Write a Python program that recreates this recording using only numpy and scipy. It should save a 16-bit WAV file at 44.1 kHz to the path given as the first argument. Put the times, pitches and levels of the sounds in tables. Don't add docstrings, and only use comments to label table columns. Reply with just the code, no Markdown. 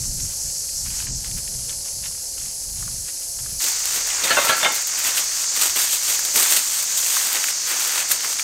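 import sys
import numpy as np
from scipy import signal
from scipy.fft import rfft, irfft, next_fast_len
from scipy.io import wavfile
from scipy.ndimage import uniform_filter1d

SR = 44100
rng = np.random.default_rng(int(sys.argv[2]) if len(sys.argv) > 2 else 0)


def volts(x):
    e = np.asarray(x, float) / 20
    return 10 ** e


def store_pcm(level_fs):
    pcm = np.round(np.clip(level_fs, -1, 1) * 32767).astype(np.int16)
    wavfile.write(sys.argv[1], SR, np.atleast_2d(pcm).T)


N = 371763
TIME_S = np.arange(N) / SR
CUT_S = 3.601
FAR_VIEW = TIME_S < CUT_S


def curve(table):
    s, db = np.transpose(table)
    return np.interp(TIME_S, s, db)


def unit(x):
    return x / np.sqrt(np.mean(x ** 2))


def noise():
    return rng.standard_normal(N)


def colour(x, table, lo_hz=20, hi_hz=20000):
    size = next_fast_len(len(x))
    f = np.arange(size // 2 + 1) * SR / size + 1e-3
    hz, db = np.transpose(table)
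    top_db = db[-1] if hz[-1] > 15000 else -90
    gain_db = np.interp(np.log(f), np.log(hz), db, left=-90, right=top_db)
    spectrum = rfft(x, size) * volts(gain_db)
    inside = 2 * np.sum(np.abs(spectrum[(f > lo_hz) & (f < hi_hz)]) ** 2)
    return irfft(spectrum, size)[:len(x)] * size / np.sqrt(inside)


def walk(rate_hz):
    k = int(SR / rate_hz)
    steps = np.repeat(rng.standard_normal(N // 20), k)[:N]
    return unit(uniform_filter1d(uniform_filter1d(steps, k), k))


def patchy(table, flicker_db, rate_hz, lo_hz=20, hi_hz=20000, count=6):
    total = 0
    for hz in np.geomspace(table[0][0], table[-1][0], count + 2):
        band = colour(noise(), [(hz / 2.2, -30), (hz, 0), (hz * 2.2, -30)])
        total = total + volts(flicker_db * walk(rate_hz)) * np.sqrt(hz) * band
    flat = colour(total, [(20, 0), (22000, 0)])
    return colour(flat, table, lo_hz, hi_hz)


def swells(s, db, rise_s, hold_s, fall_s, rest_db):
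    step = 64
    t = np.arange(N // step + 1)[:, None] * step / SR
    rise = np.maximum(s - t, 0) / np.maximum(rise_s, 1e-3)
    fall = np.maximum(t - s - hold_s, 0) / fall_s
    power = np.sum(volts(2 * (db - 10 * (rise + fall))), axis=1)
    return 10 * np.log10(np.interp(np.arange(N), t[:, 0] * SR, power) + volts(2 * rest_db))


def crackle(rate_hz, spread_db, t60_s, bunch_db):
    starts = (rng.random(N) < 50 / SR) * rng.random(N)
    surge = signal.lfilter([1], [1, -np.exp(-1 / (.012 * SR))], starts)
    bunches = volts(bunch_db * np.minimum((surge - surge.mean()) / surge.std(), 1.5))
    sizes = volts(spread_db * np.minimum(rng.exponential(size=N), 3.8))
    clicks = (rng.random(N) < rate_hz / SR) * sizes
    power = signal.lfilter([1], [1, -volts(-120 / (t60_s * SR))], (clicks * bunches) ** 2)
    return np.sqrt(power) * noise()


def burst(hz, t60_s, octaves, grain):
    t = np.arange(len(grain)) / SR
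    edges = np.clip(hz * 2 ** np.array([-octaves, octaves]), 50, 20000)
    band = signal.butter(2, edges, "band", fs=SR, output="sos")
    x = signal.sosfilt(band, grain * volts(-60 * t / t60_s))
    return x / np.max(np.abs(x))


def add(out, s, sound):
    i = int(s * SR)
    out[i:i + len(sound)] += sound[:N - i]


# f/Hz, density/dB [per Hz]
RUSTLE_SPECTRUM = [(88, -30), (150, -14.5), (400, 1.5), (540, -2), (680, 2.5), (1210, -16), (3210, -13),
                   (5200, 1)]
# f/Hz, level/dB
MACHINE_TONES = [(511.4, -72), (559.9, -54), (699.8, -59.5)]


def air():
    hum = 0
    for hz, db in MACHINE_TONES:
        sway_db, slip_rad = 1.7 * walk(5), 1.9 * walk(5)
        hum = hum + volts(db - 2.0 + sway_db) * np.sin(2 * np.pi * hz * TIME_S + slip_rad)
    return patchy(RUSTLE_SPECTRUM, 1.1, 9, 280, 2400) * volts(-51.0) + hum


# t/s, peak/dB, hold/s
GUSTS_ON_CAPSULE = [(0.0, -33, 0.25), (0.454, -39.5, 0.023), (0.618, -49, 0.17), (0.834, -38, 0.096),
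                    (1.075, -33, 0.072), (1.3, -34.5, 0.062), (1.53, -38.5, 0.11), (1.72, -43.5, .08),
                    (1.973, -43, 0.11), (2.425, -44.5, 0.046), (2.672, -45, 0.15), (2.777, -40, 0.2),
                    (3.42, -42.5, .2)]
# t/s, level/dB
BREEZE_LEVEL = [
    (0, -63),
    (3.55, -60),
    (4.0, -53),
    (5.1, -56),
    (6.2, -56.5),
    (6.7, -64),
    (8.43, -65),
]


def wind():
    s, db, hold_s = np.transpose(GUSTS_ON_CAPSULE)
    gust_db = np.where(FAR_VIEW, swells(s, db, .081, hold_s, .072, -70), -90)
    flutter = walk(22.65)
    low = colour(noise(), [(15, -1.5), (35, 2.5), (80, -1.0), (130, -10.0)], 37.0, 86)
    upper = colour(noise(), [(90, -8.0), (125, 5.0), (200, -3.5), (400, -22.5)], 136, 260)
    breeze = volts(curve(BREEZE_LEVEL) + 2.3 * walk(5))
    eddies = volts(-49 + 1.26 * (gust_db + 40.5) + 1.3 * flutter) + volts(-62)
    return low * (volts(gust_db + 0.53 * flutter) + breeze) + upper * eddies


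# t/s, level/dB
CHORUS_LEVELS = [
    [(0.0, -30.5), (1.05, -30.5), (1.48, -31.5), (3.58, -33)],
    [(3.62, -19.5), (3.78, -21.5), (7.05, -21.5), (8.43, -23)],
]
# f/Hz, density/dB [per Hz]
FAR_SPECTRUM = [(1760, -92), (3770, -24.5), (4090, -15), (4500, -9), (6490, -3.5), (8150, -5.5),
                (9420, -19), (15600, -58)]
CLOSE_SPECTRUM = [(3200, -16), (4250, -3.5), (4580, 2.5), (4950, 0), (6500, 7), (8600, -2), (10500, -13.5),
                  (15750, -23)]
# t/s, level/dB
THROB_LEVEL = [
    (0, -28.5),
    (1.2, -29),
    (1.45, -34),
    (1.7, -30.5),
    (2.5, -36),
    (3.58, -35),
]


def cicada_chorus():
    far = patchy(FAR_SPECTRUM, 0.82, 8.65, 5500, 6960, count=9)
    close = patchy(CLOSE_SPECTRUM, 1.42, 11, 3900, 9000, count=9)
    before, after = CHORUS_LEVELS
    level_db = np.where(FAR_VIEW, curve(before), curve(after))
    level_db = curve(np.vstack([before, after])) if len(before) else level_db
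    chorus = np.where(FAR_VIEW, far, close) * volts(level_db + 0.08)
    throb_hz = 5.45
    throb = (.5 + .5 * np.cos(2 * np.pi * throb_hz * (TIME_S - .055))) ** 1.3
    throbber = colour(noise(), [(4900, -20), (5500, 0), (5900, -2), (7600, -5), (8600, -16)])
    return chorus + FAR_VIEW * throbber * throb * volts(curve(THROB_LEVEL))


# t/s, level/dB
SINGER_LEVEL = [
    (0, -41.5),
    (1.055, -40.5),
    (1.068, -53),
    (1.145, -54),
    (1.155, -46),
    (1.27, -44),
    (2.3, -44.5),
    (3.58, -42),
]
# f/Hz, density/dB [per Hz]
SINGER_SPECTRUM = [(5180, -38), (8800, -9.5), (10000, -7.5), (11200, -10.5), (11600, -11), (12900, -17.5),
                   (13700, -24), (15600, -30)]
# delay/ms, share [ratio]
SINGER_ECHOES = [(1.4, .4), (3.1, .22), (3.63, .18), (7.3, .2), (7.6, .5)]
# t/s, level/dB
BELLY_LEVEL = [
    (0, -70),
    (1.22, -70),
    (1.3, -37.5),
    (2.1, -39),
    (3.58, -41.5),
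]


def near_cicada():
    buckle_hz = 186.4
    phase = np.cumsum(buckle_hz * (1 + 0.0034 * walk(8.1))) / SR % 1
    ribs = noise() * (.7 + np.exp(-phase / .3))
    heard = ribs.copy()
    for delay_ms, share in SINGER_ECHOES:
        heard += share * np.roll(ribs, round(delay_ms * SR / 1000))
    belly_ms, belly_feedback = .726, .78
    comb = np.r_[1, np.zeros(round(belly_ms * SR / 1000) - 1), -belly_feedback]
    hollow = signal.lfilter([1], comb, heard)
    singer = colour(heard, SINGER_SPECTRUM, 9970, 10780) * volts(curve(SINGER_LEVEL) + 4.5)
    belly = colour(hollow, [(9200, -25), (9500, 1), (11150, 0), (11300, -9), (12600, -9), (13300, -25)])
    return FAR_VIEW * (singer + belly * volts(curve(BELLY_LEVEL)))


# f/Hz, density/dB [per Hz]
PAPER_SPECTRUM = [(400, -17), (900, -3), (1600, 1), (3000, 3), (6000, -1.5), (15000, -10)]
# t/s, peak/dB, hold/s
PALM_STROKES = [(0.0, -53, 0.05), (0.2, -47, 0.12), (0.456, -57, 0.2), (0.862, -42, 0.0074),
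                (0.907, -41.5, 0.14), (1.074, -40, 0.0051), (1.247, -41, 0.03), (1.381, -40.5, .0),
                (1.505, -56, 0.13), (1.693, -43.5, 0.034), (1.856, -46, 0.027), (2.046, -39.5, 0.017),
                (2.15, -54, 0.033), (2.38, -48.5, 0.11), (2.785, -46.5, 0.05), (2.897, -50, 0.065),
                (3.08, -40.5, 0.0066), (3.225, -47.5, 0), (3.392, -45, 0.0045), (3.45, -48.5, 0.1)]
# t/s, peak/dB, f/Hz
PAPER_TICKS = [(0.0533, -41, 1260), (0.2004, -28, 3330), (0.2488, -39, 2290), (0.3192, -34, 3250),
               (0.4988, -35, 2560), (0.5641, -36, 2440), (0.6424, -41, 1410), (0.6898, -33, 2480),
               (0.8609, -27, 1670), (0.8824, -30, 2400), (0.902, -27, 2410), (0.9727, -38, 2660),
               (1.0026, -26, 2070), (1.069, -27.5, 1730), (1.2447, -26, 2800), (1.3124, -28.5, 2710),
               (1.477, -27, 2310), (1.6217, -37, 2820), (1.694, -24, 3660), (1.8796, -37, 2680),
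               (2.0376, -26, 2330), (2.1097, -38, 1060), (2.3496, -42, 2570), (2.397, -30, 3330),
               (2.4553, -33, 1900), (2.7816, -35, 3770), (2.8255, -29, 1250), (2.8779, -26.5, 1430),
               (3.0854, -35, 1920), (3.1707, -33, 2920), (3.2221, -32, 3490), (3.3882, -39, 1390),
               (3.4598, -30, 1480), (3.5064, -33, 3030), (3.5294, -37.5, 3420)]
# t/s, peak/dB
EDGE_TICKS = [
    (0.2952, -37),
    (0.3346, -54),
    (1.275, -35),
    (1.3803, -22),
    (2.7896, -33),
    (2.8205, -35),
    (3.2216, -34),
    (3.5289, -26),
]


def paper():
    s, db, hold_s = np.transpose(PALM_STROKES)
    slide_db = swells(s, db, .016, hold_s, .024, -51.5)
    out = colour(crackle(1600, 3, .010, 1.3), PAPER_SPECTRUM, 900, 4700) * volts(slide_db + 1.0)
    out *= FAR_VIEW
    for s, db, hz in PAPER_TICKS:
        grain = rng.standard_normal((2, 1500))
        tick = burst(hz, .026, .42, grain[0]) + volts(-6) * burst(2800, .012, .8, grain[1])
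        add(out, s, volts(db - 0.5) * tick)
    for s, db in EDGE_TICKS:
        add(out, s, volts(db + 1.5) * burst(13500, .012, .3, rng.standard_normal(800)))
    return out


def flap(modes):
    t = np.arange(SR // 3) / SR
    bend = t * (1 + 0.0016 * np.sin(2 * np.pi * (9 * t + rng.random())))
    parts = [(hz, db, t60_s, 0) for hz, db, t60_s in modes]
    for a, b, c, d in rng.random((40, 4)):
        parts.append((480 * 9.6 ** a, -3 - 8 * b - 2 * a, .07 + .16 * c, .03 * d ** 3))
    ring = np.zeros(len(t))
    for hz, db, t60_s, late_s in parts:
        since = np.maximum(t - late_s, 0)
        decay = volts(db - 60 * since / min(t60_s, .45))
        ring += decay * np.minimum(since / 0.0035, 1) * np.sin(2 * np.pi * hz * bend)
    ring *= 1 + .3 * np.sin(2 * np.pi * (23 * t + rng.random()))
    thump = burst(245, 0.13, 0.94, rng.standard_normal(len(t)))
    return volts(-11.0) * ring + volts(-16.0) * thump


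# t/s, peak/dB
FLAP_TIMES = [
    (4.235, -15.5),
    (4.304, -7),
    (4.368, -5.5),
    (4.442, -14),
    (4.492, -5.5),
    (4.628, -11),
    (4.651, -7.5),
]
# f/Hz, level/dB, t60/s
MODES_1 = [(3666, 3, 0.25), (3273, 1, .1), (2568, -3, .15), (4452, -4, .06)]
MODES_2 = [(1710, 5, 0.18), (1350, 2.5, 0.16), (2220, -4, 0.2), (2950, -1, 0.18), (4300, 5, 0.1)]
MODES_3 = [(1430, 10, 0.071), (1530, 8, 0.11), (2080, -3, 0.31), (2740, 6, 0.069), (1100, -9, 0.45),
           (3570, -6, .45)]
MODES_4 = [(1346, 4, 1.2), (940, -3, .2)]
MODES_5 = [(640, 0, 0.11), (1100, -3, 0.15), (1349, 1.5, 1.1), (1680, 2, 0.3), (2239, -3, .19),
           (2562, -6, .25), (3262, -4, .2)]
MODES_6 = [(2800, -2, 0.25), (3570, 5, .35)]
MODES_7 = [(925, -6, 0.22), (1350, -1.5, 0.31), (1870, -5, .17), (2137, 1.5, .36), (2800, -3, 0.13),
           (3570, -6, 0.24)]


def foil_flaps():
    out = np.zeros(N)
    shapes = (MODES_1, MODES_2, MODES_3, MODES_4, MODES_5, MODES_6, MODES_7)
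    for (s, db), modes in zip(FLAP_TIMES, shapes):
        add(out, s, volts(db) * flap(modes))
    return out


# t/s, peak/dB, treble over it/dB, f/Hz
FOIL_SNAPS = [(3.64, -10, 0, 3340), (4.102, -9, -8, 2440), (4.237, -1.5, -15, 3530),
              (4.305, -5.5, -23, 1660), (4.369, -4, -25, 1470), (4.494, -14, 0, 1610),
              (4.629, -2, -12, 1520), (4.647, 2, -26, 2100), (5.047, -14, -6, 1830), (5.177, -4, -8, 3270),
              (5.613, -17, -2.5, 3280), (5.773, -14, -8, 2600), (5.815, -13, 5, 3030),
              (5.895, -8, -16, 2460), (6.191, -12.5, 3, 1430), (6.251, -12, 1, 3140), (6.359, -22, 6, 1660),
              (6.397, -13, 12, 1350), (6.522, -4, -4, 3350), (6.566, -1, 0.5, 3300),
              (7.167, -6.5, -18, 1430), (7.369, -12, -16, 2520), (7.441, -2.5, -5, 1870),
              (7.484, -6, -19, 2030), (7.727, -13, -1, 2150), (8.115, -4, 6, 1740), (8.205, -15, -7, 2650),
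              (8.246, -9, -3, 1660), (8.395, -5, -13, 2150)]
# t/s, peak/dB
FOIL_RIPS = [(3.6198, -10), (3.6842, -12), (3.7181, -16), (3.7919, -17), (3.9491, -13), (4.0488, -23),
             (4.0703, -11), (4.2449, -27), (4.3112, -24), (4.405, -22), (4.4499, -7), (4.4928, -17),
             (4.5667, -11), (4.5881, -14), (4.7203, -10), (4.7433, -9), (4.8141, -14), (4.87, -11),
             (4.9877, -9), (5.0421, -14), (5.1533, -16), (5.1773, -14), (5.2411, -16), (5.5604, -20),
             (5.6128, -10), (5.743, -19), (5.7599, -13), (5.8862, -15), (5.9141, -16), (6.0343, -13),
             (6.2493, -25), (6.3296, -22), (6.3411, -8), (6.3606, -1), (6.5057, -7), (6.7866, -14),
             (6.825, -8.5), (6.9747, -6), (7.0086, -14), (7.037, -21), (7.2745, -17), (7.3099, -14),
             (7.3279, -15), (7.4406, -15), (7.6771, -16), (7.6911, -20), (7.8013, -10), (7.8372, -20),
             (7.8562, -17), (7.8741, -9), (7.916, -16), (7.9574, -18), (8.0896, -16), (8.1146, -12),
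             (8.2059, -18), (8.2393, -20), (8.2927, -18), (8.3994, -19)]
# t/s, peak/dB, f/Hz
FOIL_CLICKS = [(3.856, -1, 6950), (4.215, -10, 6800), (4.871, -14, 7500), (5.022, -12, 6100),
               (5.242, -7, 6700), (6.141, -18, 7500), (6.250, -2, 6900), (6.766, -18, 6800),
               (7.106, -4, 4500), (7.177, -8, 5000), (7.33, -1, 7200), (7.357, -4, 3500),
               (7.369, -10, 2500), (7.398, -11, 6000), (7.44, -9, 4500), (7.484, -13, 2500),
               (7.679, -10, 6300), (7.916, -12, 6800), (8.207, -12, 3000), (8.389, -8, 5000),
               (8.409, -12, 6900)]


def foil_snaps():
    out = np.zeros(N)
    onset = np.minimum(np.arange(3000) / 25, 1)
    for s, db, treble_db, hz in FOIL_SNAPS:
        grain = rng.standard_normal((2, 3000)) * onset
        knock_t60_s = .028 if s < 7 else .016
        crack_t60_s = .035 if s < 7 or 8 < s < 8.2 else .012
        add(out, s, volts(db - 6.0) * burst(hz, knock_t60_s, .5, grain[0]))
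        add(out, s, volts(db + treble_db - 1) * burst(9000, crack_t60_s, .85, grain[1]))
    for s, db in FOIL_RIPS:
        add(out, s, volts(db - 1) * burst(14000, .07, 1.0, rng.standard_normal(3000) * onset))
    for s, db, hz in FOIL_CLICKS:
        add(out, s, volts(db - 0.5) * burst(hz, .004, .9, rng.standard_normal(400)))
    return out


# t/s, small creases/dB, large folds over them/dB, build-up/s [per 10 dB]
SHAKES = [(3.61, -51, -11, 19), (3.69, -30, -2.5, 0.3), (3.965, -29, -2, 0.12), (4.07, -39, 8, -0.4),
          (4.13, -44, 4, -1.5), (4.24, -27.5, -3, -0.02), (4.308, -31, 19.5, 0.04),
          (4.372, -32.5, 12.5, 0.11), (4.455, -40, -9, 0.8), (4.496, -27.5, 13.5, 0.12),
          (4.58, -32, -17, -2.5), (4.632, -42, 15, 0.2), (4.652, -37.5, 19, 0.24), (4.68, -38.5, 17, 0.12),
          (4.753, -28.5, -15, -0.33), (4.87, -35.5, -1, -0.05)]
PRESSES = [(4.99, -34, 3.5, 0.07), (5.073, -23.5, -1, 0.043), (5.182, -24.5, -3.5, 0.033),
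           (5.42, -31.5, -4, 0.13), (5.571, -27, 0, 0.027), (5.615, -22, -3, 0.0068),
           (5.64, -23.5, -7, 0.046), (5.665, -27, -11, 0.018), (5.763, -26, 1, 0.0051),
           (5.79, -27.5, -7, 0.026), (5.84, -25.5, -8, 0.084), (5.935, -23.5, -9, 0.052),
           (6.101, -24.5, -4, 0.072), (6.145, -27.5, -8, 0.056), (6.254, -33.5, -4, 0.023),
           (6.36, -19, -5, 0.0076), (6.428, -20, -5, 0.047), (6.53, -21, -5, 0.054),
           (6.575, -24.5, -7, 0.05), (6.8, -30, -7, 0.67), (6.98, -29, -12, 0.01),
           (7.17, -26.5, -6.5, 0.23), (7.28, -29, -2.5, 0.31), (7.35, -26.5, 0, 0.04),
           (7.49, -29.5, -3.5, 0.11), (7.71, -29, 1, 0.054), (7.84, -31.5, -2, .1), (8.0, -29.5, 2, 0.27),
           (8.116, -23.5, -6, 0.024), (8.247, -33, 2, 0.023), (8.333, -33.5, -4, 0.14),
           (8.399, -37, -2, 0.022)]
# t/s, wobble/dB
SHEET_SHOVES = [
    (3.65, -40),
    (3.965, -39),
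    (5.637, -43),
    (6.098, -43),
    (6.254, -38.5),
    (6.364, -29),
    (7.365, -51),
    (7.724, -42),
    (8.12, -39),
    (8.247, -41.5),
]
# f/Hz, density/dB [per Hz]
CREASE_SPECTRUM = [(2500, -10.5), (3500, -4), (5000, -3), (7500, 4.5), (9000, 4.5), (10300, -6),
                   (13500, 0.5), (15750, -8)]
FOLD_SPECTRUM = [(450, -16), (850, -4.5), (1400, -0.5), (2200, 0.5), (3400, -7.5), (5000, -10.5)]
WOBBLE_SPECTRUM = [(80, -27), (160, -8.5), (350, 2), (600, -1), (900, -12), (1300, -77)]


def foil_crumple():
    s, db, size_db, rise_s = np.transpose(list(SHAKES) + list(PRESSES))
    crease_db = swells(s, db, rise_s, 0, .038, -48.5)
    fold_db = swells(s, db + size_db, rise_s, 0, .069, -39)
    s, db = np.transpose(SHEET_SHOVES)
    shove_db = swells(s, db, .015, 0, .038, -74)
    sway = np.hypot(volts(-47.5 + 1.64 * (np.minimum(fold_db, -25) + 30)), volts(shove_db))
    small = unit(crackle(3500, 2.8, .005, .9))
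    large = unit(crackle(1000, 3.2, .010, 1.1))
    slack = unit(crackle(300, 2.7, .06, 1.5))
    crease = colour(small + 0.82 * large, CREASE_SPECTRUM, 9430, 14800) * volts(crease_db + 2.5)
    fold = colour(large + 1.14 * small, FOLD_SPECTRUM, 990, 3020) * volts(fold_db + 0.5)
    fold *= volts(curve([(4.2, 0), (4.3, -8.5), (4.7, -8.5), (4.78, 0)]))
    wobble = colour(large + 1.14 * slack, WOBBLE_SPECTRUM, 150, 864) * sway * volts(0.8)
    return (crease + fold + wobble) * ~FAR_VIEW


def scene():
    background = air() + wind() + cicada_chorus() + near_cicada()
    foil = foil_flaps() + foil_snaps() + foil_crumple()
    return np.tile(background + paper() + foil, (2, 1))


def band_limit(x):
    return signal.sosfilt(signal.butter(12, 15730, fs=SR, output="sos"), x)


def record(dry):
    top = signal.ellip(12, .1, 90, 15760, fs=SR, output="sos")
    mix = signal.sosfilt(top, np.tanh(1.009 * dry) / 1.353)
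    return band_limit(mix)


dry = scene()
out = record(dry)
store_pcm(out)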